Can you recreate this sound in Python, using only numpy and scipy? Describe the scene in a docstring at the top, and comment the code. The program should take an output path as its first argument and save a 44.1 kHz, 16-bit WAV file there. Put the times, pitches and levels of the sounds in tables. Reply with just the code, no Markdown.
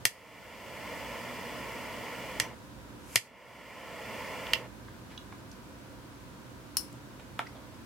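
"""A jet torch lighter is fired twice close to the microphone, over a desk in a small quiet room.
Each piezo snap is a shaped noise burst ringing the metal body; it ducks the recorder's gain, so the
steady jet of coloured noise seems to swell until a softer click shuts the valve and the flame dies.
Low in the first burn the flame sings; a thin hiss of unlit gas leads into the second.
Later a lamp is switched on and the lighter is handled, over room noise and a low hum."""
import sys
import numpy as np
from scipy import signal
from scipy.fft import rfft, irfft, next_fast_len
from scipy.io import wavfile
from scipy.ndimage import uniform_filter1d, minimum_filter1d

SR = 44100
rng = np.random.default_rng(int(sys.argv[2]) if len(sys.argv) > 2 else 0)


def waveform_to_disk(signal):
    """Save audio, clipped to [-1, 1], as 16-bit WAV at the path in sys.argv[1]."""
    frames = np.transpose(np.atleast_2d(signal))
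    scaled = np.clip(frames, -1, 1) * 32767
    samples = np.round(scaled).astype(np.int16)
    wavfile.write(sys.argv[1], SR, samples)


N = 346185
TIME = np.arange(N) / SR   # s
NOISE_SIZE = 2 * next_fast_len(N // 2 + 1, real=True)
FREQS = np.maximum(np.fft.rfftfreq(NOISE_SIZE, 1 / SR), 1)   # Hz
HIT_SIZE = 16384   # samples in every hit and in the room response
HIT_TIME = TIME[:HIT_SIZE]   # s

# In all tables a positive left_right_db means the left channel is louder.


def from_db(db):
    """Decibels to gain."""
    return 10 ** (np.asarray(db) / 20)


def rms_one(x):
    """Scale to an rms of one."""
    return x / np.sqrt(np.mean(x ** 2) + 1e-20)


def at_hz(points):
    """Join the points of a spectrum table on a log-frequency axis."""
    hz, value = np.transpose(points)
    return np.interp(np.log(FREQS), np.log(hz), value)


def panned(left_right_db):
    """Gains of the two channels, half the difference to each."""
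    return from_db(np.array([[.5], [-.5]]) * left_right_db)


def add(out, start_s, sound):
    """Mix a stereo sound in at a time."""
    start = max(round(start_s * SR), 0)
    out[:, start:start + sound.shape[1]] += sound[:, :N - start]


def smooth_low(x, order, cutoff_hz):
    """Low-pass a sound with a gentle Butterworth slope."""
    return signal.sosfilt(signal.butter(order, cutoff_hz, fs=SR, output="sos"), x)


def resonate(x, hz, width_hz):
    """A two-pole resonance with gain one at its top."""
    radius = np.exp(-np.pi * width_hz / SR)
    zeros = np.array([1, 0, -1]) * (1 - radius * radius) / 2
    poles = [1, -2 * radius * np.cos(2 * np.pi * hz / SR), radius * radius]
    return signal.lfilter(zeros, poles, x + 1e-18)


def stereo_noise(shape_db, likeness, balance):
    """Steady coloured noise of rms one, partly shared by the two channels."""
    mid, side = rfft(rng.standard_normal((2, NOISE_SIZE)))
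    alike = np.clip(at_hz(likeness), 0, .99)
    pair = np.sqrt(1 + alike) * mid + np.sqrt(1 - alike) * side * [[1], [-1]]
    coloured = pair * from_db(shape_db) * panned(at_hz(balance))
    return rms_one(irfft(coloured))[:, :N]


def chatter(t60_s, apart_hz=6000):
    """Parts rattle as they meet: a dying burst, evened in spectrum, whose treble differs left to right."""
    fade = from_db(-60 * HIT_TIME / max(t60_s, .002))
    burst = rng.standard_normal((2, HIT_SIZE)) * fade
    for _ in range(3):
        spectrum = rfft(burst)
        flat = irfft(spectrum / (np.abs(spectrum) + 1e-12))
        burst = flat * fade ** (1 / 4)
    treble = signal.butter(1, min(apart_hz, SR / 3), "high", fs=SR, output="sos")
    side = signal.sosfilt(treble, burst[1])
    return burst[0] + .75 * side * [[1], [-1]]


def struck(burst, modes):
    """A burst rings a set of modes, added with alternating sign."""
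    ringing = 0
    for k, (hz, width_hz, level_db) in enumerate(modes):
        ringing = ringing + (-1) ** k * from_db(level_db) * resonate(burst, hz, width_hz)
    return ringing


def at_level(hit, level_db):
    """Give a hit the energy of three milliseconds at this level."""
    return from_db(level_db) * rms_one(hit) * np.sqrt(.003 * SR / HIT_SIZE)


def single_blow(event, modes, t60_s):
    """One blow rattles an object and rings its own modes."""
    out = np.zeros((2, N))
    start_s, level_db, left_right_db = event
    hit = at_level(struck(chatter(t60_s), modes), level_db)
    add(out, start_s, hit * panned(left_right_db))
    return out


ROOM_T60_S, TREBLE_T60_S = 0.29, 0.26


def in_room(x, wet_db, gap_s=0.012, early_db=7, early_t60_s=0.19):
    """Direct sound, dense early echoes from desk and walls, and a tail whose treble dies first."""
    white = rng.standard_normal((2, HIT_SIZE))
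    low = smooth_low(white, 1, 3000)
    low_tail = low * from_db(-60 * HIT_TIME / ROOM_T60_S)
    treble_tail = (white - low) * from_db(-60 * HIT_TIME / TREBLE_T60_S)
    early = white * from_db(early_db - 60 * HIT_TIME / early_t60_s)
    swell = np.minimum(HIT_TIME / gap_s, 1) ** 2   # the echoes gather over the gap
    response = rms_one((low_tail + treble_tail + early) * swell) / np.sqrt(HIT_SIZE)
    return x + from_db(wet_db) * signal.oaconvolve(x, response, axes=1)[:, :N]


# near reflections from desk and hand, most cancelling a narrow band of lever and jet:
# pitch_hz [Hz], width_hz [Hz], gain_db [dB]
REFLECTION_BANDS = [(780, 107, -40), (1190, 350, -12), (1560, 490, -18.5), (2550, 204, -9),
                    (3190, 124, -14), (3660, 82, -21), (5480, 270, -10.5), (6120, 220, -12.5),
                    (6620, 140, -12), (7380, 180, -8.5), (8500, 77, -9), (9600, 72, 3), (10020, 330, -15),
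                    (11160, 330, -17), (13500, 180, -4)]


def reflected(x):
    """Reflections from the desk and the hand reshape narrow bands, mostly by cancelling them."""
    for hz, width_hz, gain_db in REFLECTION_BANDS:
        x = x - (1 - from_db(gain_db)) * resonate(x, hz, width_hz)
    return x


# colour of the room's air noise: pitch_hz [Hz], density_db [relative dB per Hz]
AIR_COLOUR = [(15, -31), (25, -34), (48, -7.5), (123, -3.5), (157, -9.5), (291, -5), (461, -15.5),
              (513, -9.5), (557, -16.5), (604, -13.5), (791, -18.5), (1510, -16.5), (1870, -22),
              (2150, -23), (15800, -37.5)]
# how alike left and right are: pitch_hz [Hz], likeness [0 to 1, lower counts as 0]
ROOM_LIKENESS = [(60, 0.25), (150, 0.72), (380, 0.59), (950, 0.42), (2380, -0.25), (5980, -0.26),
                 (15000, -0.18)]
# stereo balance of the room: pitch_hz [Hz], left_right_db [dB]
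ROOM_BALANCE = [(60, -2.5), (180, -3), (550, -2), (1650, -0.5), (4970, 0.0), (15000, 1)]
# low resonances of the room, stirred by its air: pitch_hz [Hz], width_hz [Hz], level_db [dB]
ROOM_RESONANCES = [(56.6, 4.2, -65), (125.6, 11, -62), (190.8, 14, -62.5), (223, 14, -64), (289, 7.9, -62),
                   (533, 4.9, -69), (973, 99, -62.5)]
# steady mains hum: pitch_hz [Hz], level_db [dB rms]
MAINS = [(59.5, -66), (120, -64.5)]


def room_tone(air_db=-49):
    """Low rumble and faint hiss, wavering room resonances and a steady mains hum."""
    air = from_db(air_db) * stereo_noise(at_hz(AIR_COLOUR), ROOM_LIKENESS, ROOM_BALANCE)

    density, hum_power = 0, 0
    for hz, width_hz, level_db in ROOM_RESONANCES:
        power = from_db(level_db) ** 2
        density = density + power / width_hz * np.exp(-2 * ((FREQS - hz) / width_hz) ** 2)
        hum_power += power
    wavering = stereo_noise(10 * np.log10(density + 1e-20), ROOM_LIKENESS, ROOM_BALANCE)

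    mains = 0
    for hz, level_db in MAINS:
        wave = np.sin(2 * np.pi * (hz * TIME + rng.random()))
        mains = mains + np.sqrt(2) * from_db(level_db) * wave
    return air + mains * panned(-2.5) + np.sqrt(hum_power) * wavering


# the lamp switch is thrown once: start_s [s], level_db [dB], left_right_db [dB]
SWITCH = (6.7693, -19, 4.5)
# modes of the switch: pitch_hz [Hz], width_hz [Hz], level_db [dB]
SWITCH_MODES = [(1060, 470, -12), (2950, 420, -10), (4270, 250, -2.5), (5330, 250, 6), (5830, 88, -14),
                (7400, 110, -10), (9170, 480, -4), (9980, 160, -4), (10400, 420, -1), (11500, 240, -4),
                (12600, 1600, -9), (15100, 1000, -11)]


def lamp_switch():
    """A lamp switch snaps over: one short rattle rings its modes."""
    blow = single_blow(SWITCH, SWITCH_MODES, t60_s=.02)
    return in_room(blow, wet_db=-5, gap_s=.005, early_db=6, early_t60_s=0.097)


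# small ticks and rubs of the fingers: start_s [s], level_db [dB], pitch_hz [Hz],
# width_hz [Hz, a second filter is twice as wide], t60_s [s]
TICKS = [(4.4661, -36, 2860, 700, .025), (4.8797, -46, 1200, 1000, .03), (5.096, -44.5, 1100, 1800, 0.27),
         (5.318, -42, 786, 1070, 0.073), (5.5137, -49, 4970, 3500, .031), (6.927, -53, 6000, 7000, 0.014),
         (7.193, -45, 500, 1300, 0.082), (7.463, -42, 1790, 400, 0.055), (7.464, -51, 4700, 1200, .06),
         (7.543, -41.5, 650, 300, .25), (7.545, -52, 3520, 900, .22)]


def fingers():
    """Each shift of the grip is a short, grainy rub in one broad resonance; soft skin blunts its start."""
    out = np.zeros((2, N))
    for start_s, level_db, hz, width_hz, t60_s in TICKS:
        wander = uniform_filter1d(rng.standard_normal(HIT_SIZE), size=150)
        grain = from_db(3 * rms_one(wander))   # level wanders by 3 dB rms
        soft_start = np.minimum(HIT_TIME / (t60_s / 10), 1)
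        rub = chatter(t60_s) * grain * soft_start
        rub = resonate(resonate(rub, hz, width_hz), hz, 2 * width_hz)
        add(out, start_s, at_level(rub, level_db))
    return in_room(out * panned(-1.5), wet_db=-6)


# the lighter is bumped once: start_s [s], level_db [dB], left_right_db [dB]
KNOCK = (7.3914, -23, -1.2)
# modes of the knock: pitch_hz [Hz], width_hz [Hz], level_db [dB]
KNOCK_MODES = [(200, 180, -14.5), (710, 124, -2), (914, 57, 2.5), (1330, 126, 2), (1820, 230, -6),
               (2200, 300, -6.5), (3480, 590, -13.5), (5150, 490, -24), (10600, 5400, -34)]


def knock():
    """The lighter is bumped: one short rattle rings mostly low modes."""
    blow = single_blow(KNOCK, KNOCK_MODES, t60_s=.018)
    return in_room(blow, wet_db=-4.5, gap_s=.008, early_db=10, early_t60_s=.08)


# a loose part clinks once: start_s [s], level_db [dB], left_right_db [dB]
CLINK = (5.1765, -38.5, -1.5)
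# modes of the loose part: pitch_hz [Hz], width_hz [Hz], level_db [dB]
CLINK_MODES = [(2880, 90, -3), (3400, 60, 2), (3880, 55, 0), (4600, 250, -15), (5250, 180, -14),
               (6266, 90, -11)]


def clink():
    """A loose part of the lighter clinks: one short rattle rings its bright modes."""
    return in_room(single_blow(CLINK, CLINK_MODES, t60_s=.02), wet_db=-7.0)


# hiss of the unlit gas: pitch_hz [Hz], density_db [relative dB per Hz]
LEAK_COLOUR = [(500, -30), (2500, 7), (3800, -9), (5100, -1), (6500, 1), (11500, 0.5), (15500, -15.5)]
# the second, slow press opens the valve this long ahead of the spark
LEAK_LEAD_S, LEAK_DB, LEAK_GROWTH_DB_PER_S = 0.16, -46.5, 150   # LEAK_DB is reached at the spark


def unlit_gas():
    """A thin hiss grows as the valve opens, until the spark lights it."""
    to_spark = BURNS[1][0] - TIME
    escaping = (to_spark > 0) & (to_spark < LEAK_LEAD_S)
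    flow = from_db(LEAK_DB - LEAK_GROWTH_DB_PER_S * np.abs(to_spark)) * escaping
    return flow * stereo_noise(at_hz(LEAK_COLOUR), JET_LIKENESS, JET_BALANCE)


# the flame starts to sing low in the nozzle during the first burn
NOTE_HZ, NOTE_WIDTH_HZ = 239.5, 7   # a second filter is twice as wide
NOTE_START_S, NOTE_ATTACK_S, NOTE_DB, NOTE_FADE_DB_PER_S = 1.02, 0.15, -48.5, 10.5


def flame_note():
    """Noise in a narrow resonance: a low wavering note sets in, fades and stops when the valve shuts."""
    ringing = resonate(rng.standard_normal(N), NOTE_HZ, NOTE_WIDTH_HZ)
    note = rms_one(resonate(ringing, NOTE_HZ, 2 * NOTE_WIDTH_HZ))
    age = np.maximum(TIME - NOTE_START_S, 0)
    fade = from_db(NOTE_DB - NOTE_FADE_DB_PER_S * age)
    valve_open = TIME < BURNS[0][1]
    return fade * np.minimum(age / NOTE_ATTACK_S, 1) * valve_open * note


# burns of the jet: open_s [s], shut_s [s], level_db [dB], tilt_db [dB per octave about 1 kHz]
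BURNS = [(.056, 2.445, -41, 0.5), (3.162, 4.569, -40, 0)]
# roar and hiss of the jet: pitch_hz [Hz], density_db [relative dB per Hz]
JET_COLOUR = [(45, -41), (80, -18), (170, -5.5), (245, -3.5), (350, -9), (480, 3), (700, 0.5), (1000, 3.5),
              (2000, 0), (2950, -6.5), (3400, -10.5), (3750, -21.5), (5000, -16), (10000, -25),
              (15500, -26)]
# how alike left and right are: pitch_hz [Hz], likeness [0 to 1]
JET_LIKENESS = [(60, 0.44), (150, 0.99), (380, 0.94), (950, 0.94), (2380, 0.9), (5980, 0.42), (15000, 0.15)]
# stereo balance of the jet: pitch_hz [Hz], left_right_db [dB]
JET_BALANCE = [(60, -29), (130, -3.5), (290, -1.5), (640, -2.0), (1410, -1.0), (3100, -1), (6820, 1.0),
               (15000, 2.5)]


def jet(hiss_fade_s=0.039, roar_fade_s=0.18, out_after_s=0.09, split_hz=1100):
    """Turbulent gas burns steadily; the valve shuts, pressure sinks, hiss goes first, then the flame."""
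    out = 0
    for open_s, shut_s, level_db, tilt_db in BURNS:
        colour_db = at_hz(JET_COLOUR) + tilt_db * np.log2(FREQS / 1000)
        gas = rms_one(reflected(stereo_noise(colour_db, JET_LIKENESS, JET_BALANCE)))
        roar = smooth_low(gas, 1, split_hz)
        hiss = gas - roar
        draining = np.maximum(TIME - shut_s, 0)   # seconds since the valve shut
        lighting = np.clip((TIME - open_s) / 0.0078, 0, 1)
        going_out = np.clip((out_after_s - draining) / 0.017 + 1, 0, 1)
        sinking = roar * np.exp(-draining / roar_fade_s) + hiss * np.exp(-draining / hiss_fade_s)
        out = out + from_db(level_db) * lighting * going_out * sinking
    return out


# strokes of the thumb lever, pressed and released twice: start_s [s], level_db [dB],
# hardness_hz [Hz, contact low-pass], body_hz [Hz, favoured pitch], favour_db [dB, its added share],
# rattle_t60_s [s], thump_db [dB], spring_db [dB relative to the stroke], left_right_db [dB]
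LEVER = [(0.0525, 3.5, 13900, 1800, -0.5, .023, -12.5, -52, -1.5),
         (2.3990, -16.5, 10800, 1740, 2.5, .018, -12, -20, -4),
         (3.157, 7, 12000, 2100, -1, 0.023, -11.5, -43, -1.5),
         (4.5340, -12, 4180, 2880, 2.5, 0.012, -26, -38, -4)]
# metal body of the lighter: pitch_hz [Hz], width_hz [Hz], level_db [dB]
BODY = [(1190, 170, -6), (1840, 330, 0.5), (2360, 300, -1), (2770, 280, 0), (3233, 220, 0), (4350, 480, -5),
        (4966, 180, 0.5), (5480, 350, -2.5), (6340, 270, -1.5), (7100, 270, -4), (8080, 400, -4.5),
        (9780, 660, -4), (11570, 1100, -6), (14000, 1900, -12)]
# return spring of the lever: pitch_hz [Hz], level_db [dB], t60_s [s]
SPRING = [(5865, 0, .19), (5910, -8, .15), (4300, -13, .14)]
# after each stroke the lever rebounds, weaker every time
REBOUND_S, REBOUND_DB, REBOUND_LOSS_DB = .0092, -22, 0.5


def spring_ring():
    """The return spring rings as a few dying sines."""
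    ring = 0
    for hz, level_db, t60_s in SPRING:
        ring = ring + np.sin(2 * np.pi * hz * HIT_TIME) * from_db(level_db - 60 * HIT_TIME / t60_s)
    return ring


def lever(favour_width_hz=450, edge_db=-13, count=3):
    """The piezo hammer snaps on pressing, the lever lands softer on release; strokes rebound, spring rings."""
    out = np.zeros((2, N))
    spring = spring_ring()
    for (start_s, level_db, hardness_hz, body_hz, favour_db,
         rattle_t60_s, thump_db, spring_db, left_right_db) in LEVER:
        add(out, start_s, from_db(level_db + spring_db) * spring * panned(left_right_db))
        for k in range(count):   # the stroke itself, then its rebounds
            burst = chatter(rattle_t60_s, apart_hz=7000)
            contact = smooth_low(burst, 2, min(hardness_hz, SR / 3))
            # even a soft landing keeps a sharp metal edge
            contact = contact + from_db(edge_db) * (burst - contact)
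            body = struck(contact, BODY)
            # the point of contact favours one mode
            body = body + from_db(favour_db) * resonate(body, body_hz, favour_width_hz)
            thump = resonate(burst, 260, 1050) + from_db(6.0) * resonate(burst, 116, 25)
            weaker_db = REBOUND_DB - REBOUND_LOSS_DB * (k - 1) if k else 0
            hit = reflected(body + from_db(thump_db) * thump)
            hit = at_level(hit, level_db + weaker_db)
            add(out, start_s + k * REBOUND_S, hit * panned(left_right_db))
    return in_room(out, wet_db=-11, gap_s=0.0062, early_db=17, early_t60_s=0.094)


def scene():
    """Lighter, lamp switch and handling over the room tone."""
    handling = fingers() + knock() + clink()
    lighter = unlit_gas() + flame_note() + jet() + lever()
    return room_tone() + lamp_switch() + handling + lighter


def hush(x, split_hz=3500, below_db=-64, slope=1.6):
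    """Noise reduction: treble under a threshold is turned down by slope dB for each dB it lacks."""
    low = signal.sosfiltfilt(signal.butter(2, split_hz, fs=SR, output="sos"), x)
    treble = x - low
    power = uniform_filter1d(np.mean(treble ** 2, axis=0), size=1500)
    treble_db = 10 * np.log10(np.maximum(power, 1e-12))
    return low + treble * from_db(slope * np.minimum(treble_db - below_db, 0))


def record(dry, limit_db=-12.5, recover_db_per_s=18, top=0.39, cutoff_hz=15900):
    """A limiter ducks at once and recovers slowly; peaks are rounded, faint hiss hushed, the top cut."""
    power = uniform_filter1d(np.mean(dry ** 2, axis=0), size=132)
    over_db = np.maximum(10 * np.log10(np.maximum(power, 1e-12)) - limit_db, 0)
    # hold the largest overshoot while it recovers at a steady rate
    recovery_db = recover_db_per_s * TIME
    duck_db = np.maximum.accumulate(over_db + recovery_db) - recovery_db
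    gain_db = uniform_filter1d(minimum_filter1d(-duck_db, size=60), size=20)
    limited = top * np.tanh(dry * from_db(gain_db) / top)
    top_cut = signal.ellip(10, .2, 80, cutoff_hz, fs=SR, output="sos")
    return signal.sosfilt(top_cut, hush(limited))


dry = scene()
out = record(dry)
waveform_to_disk(out)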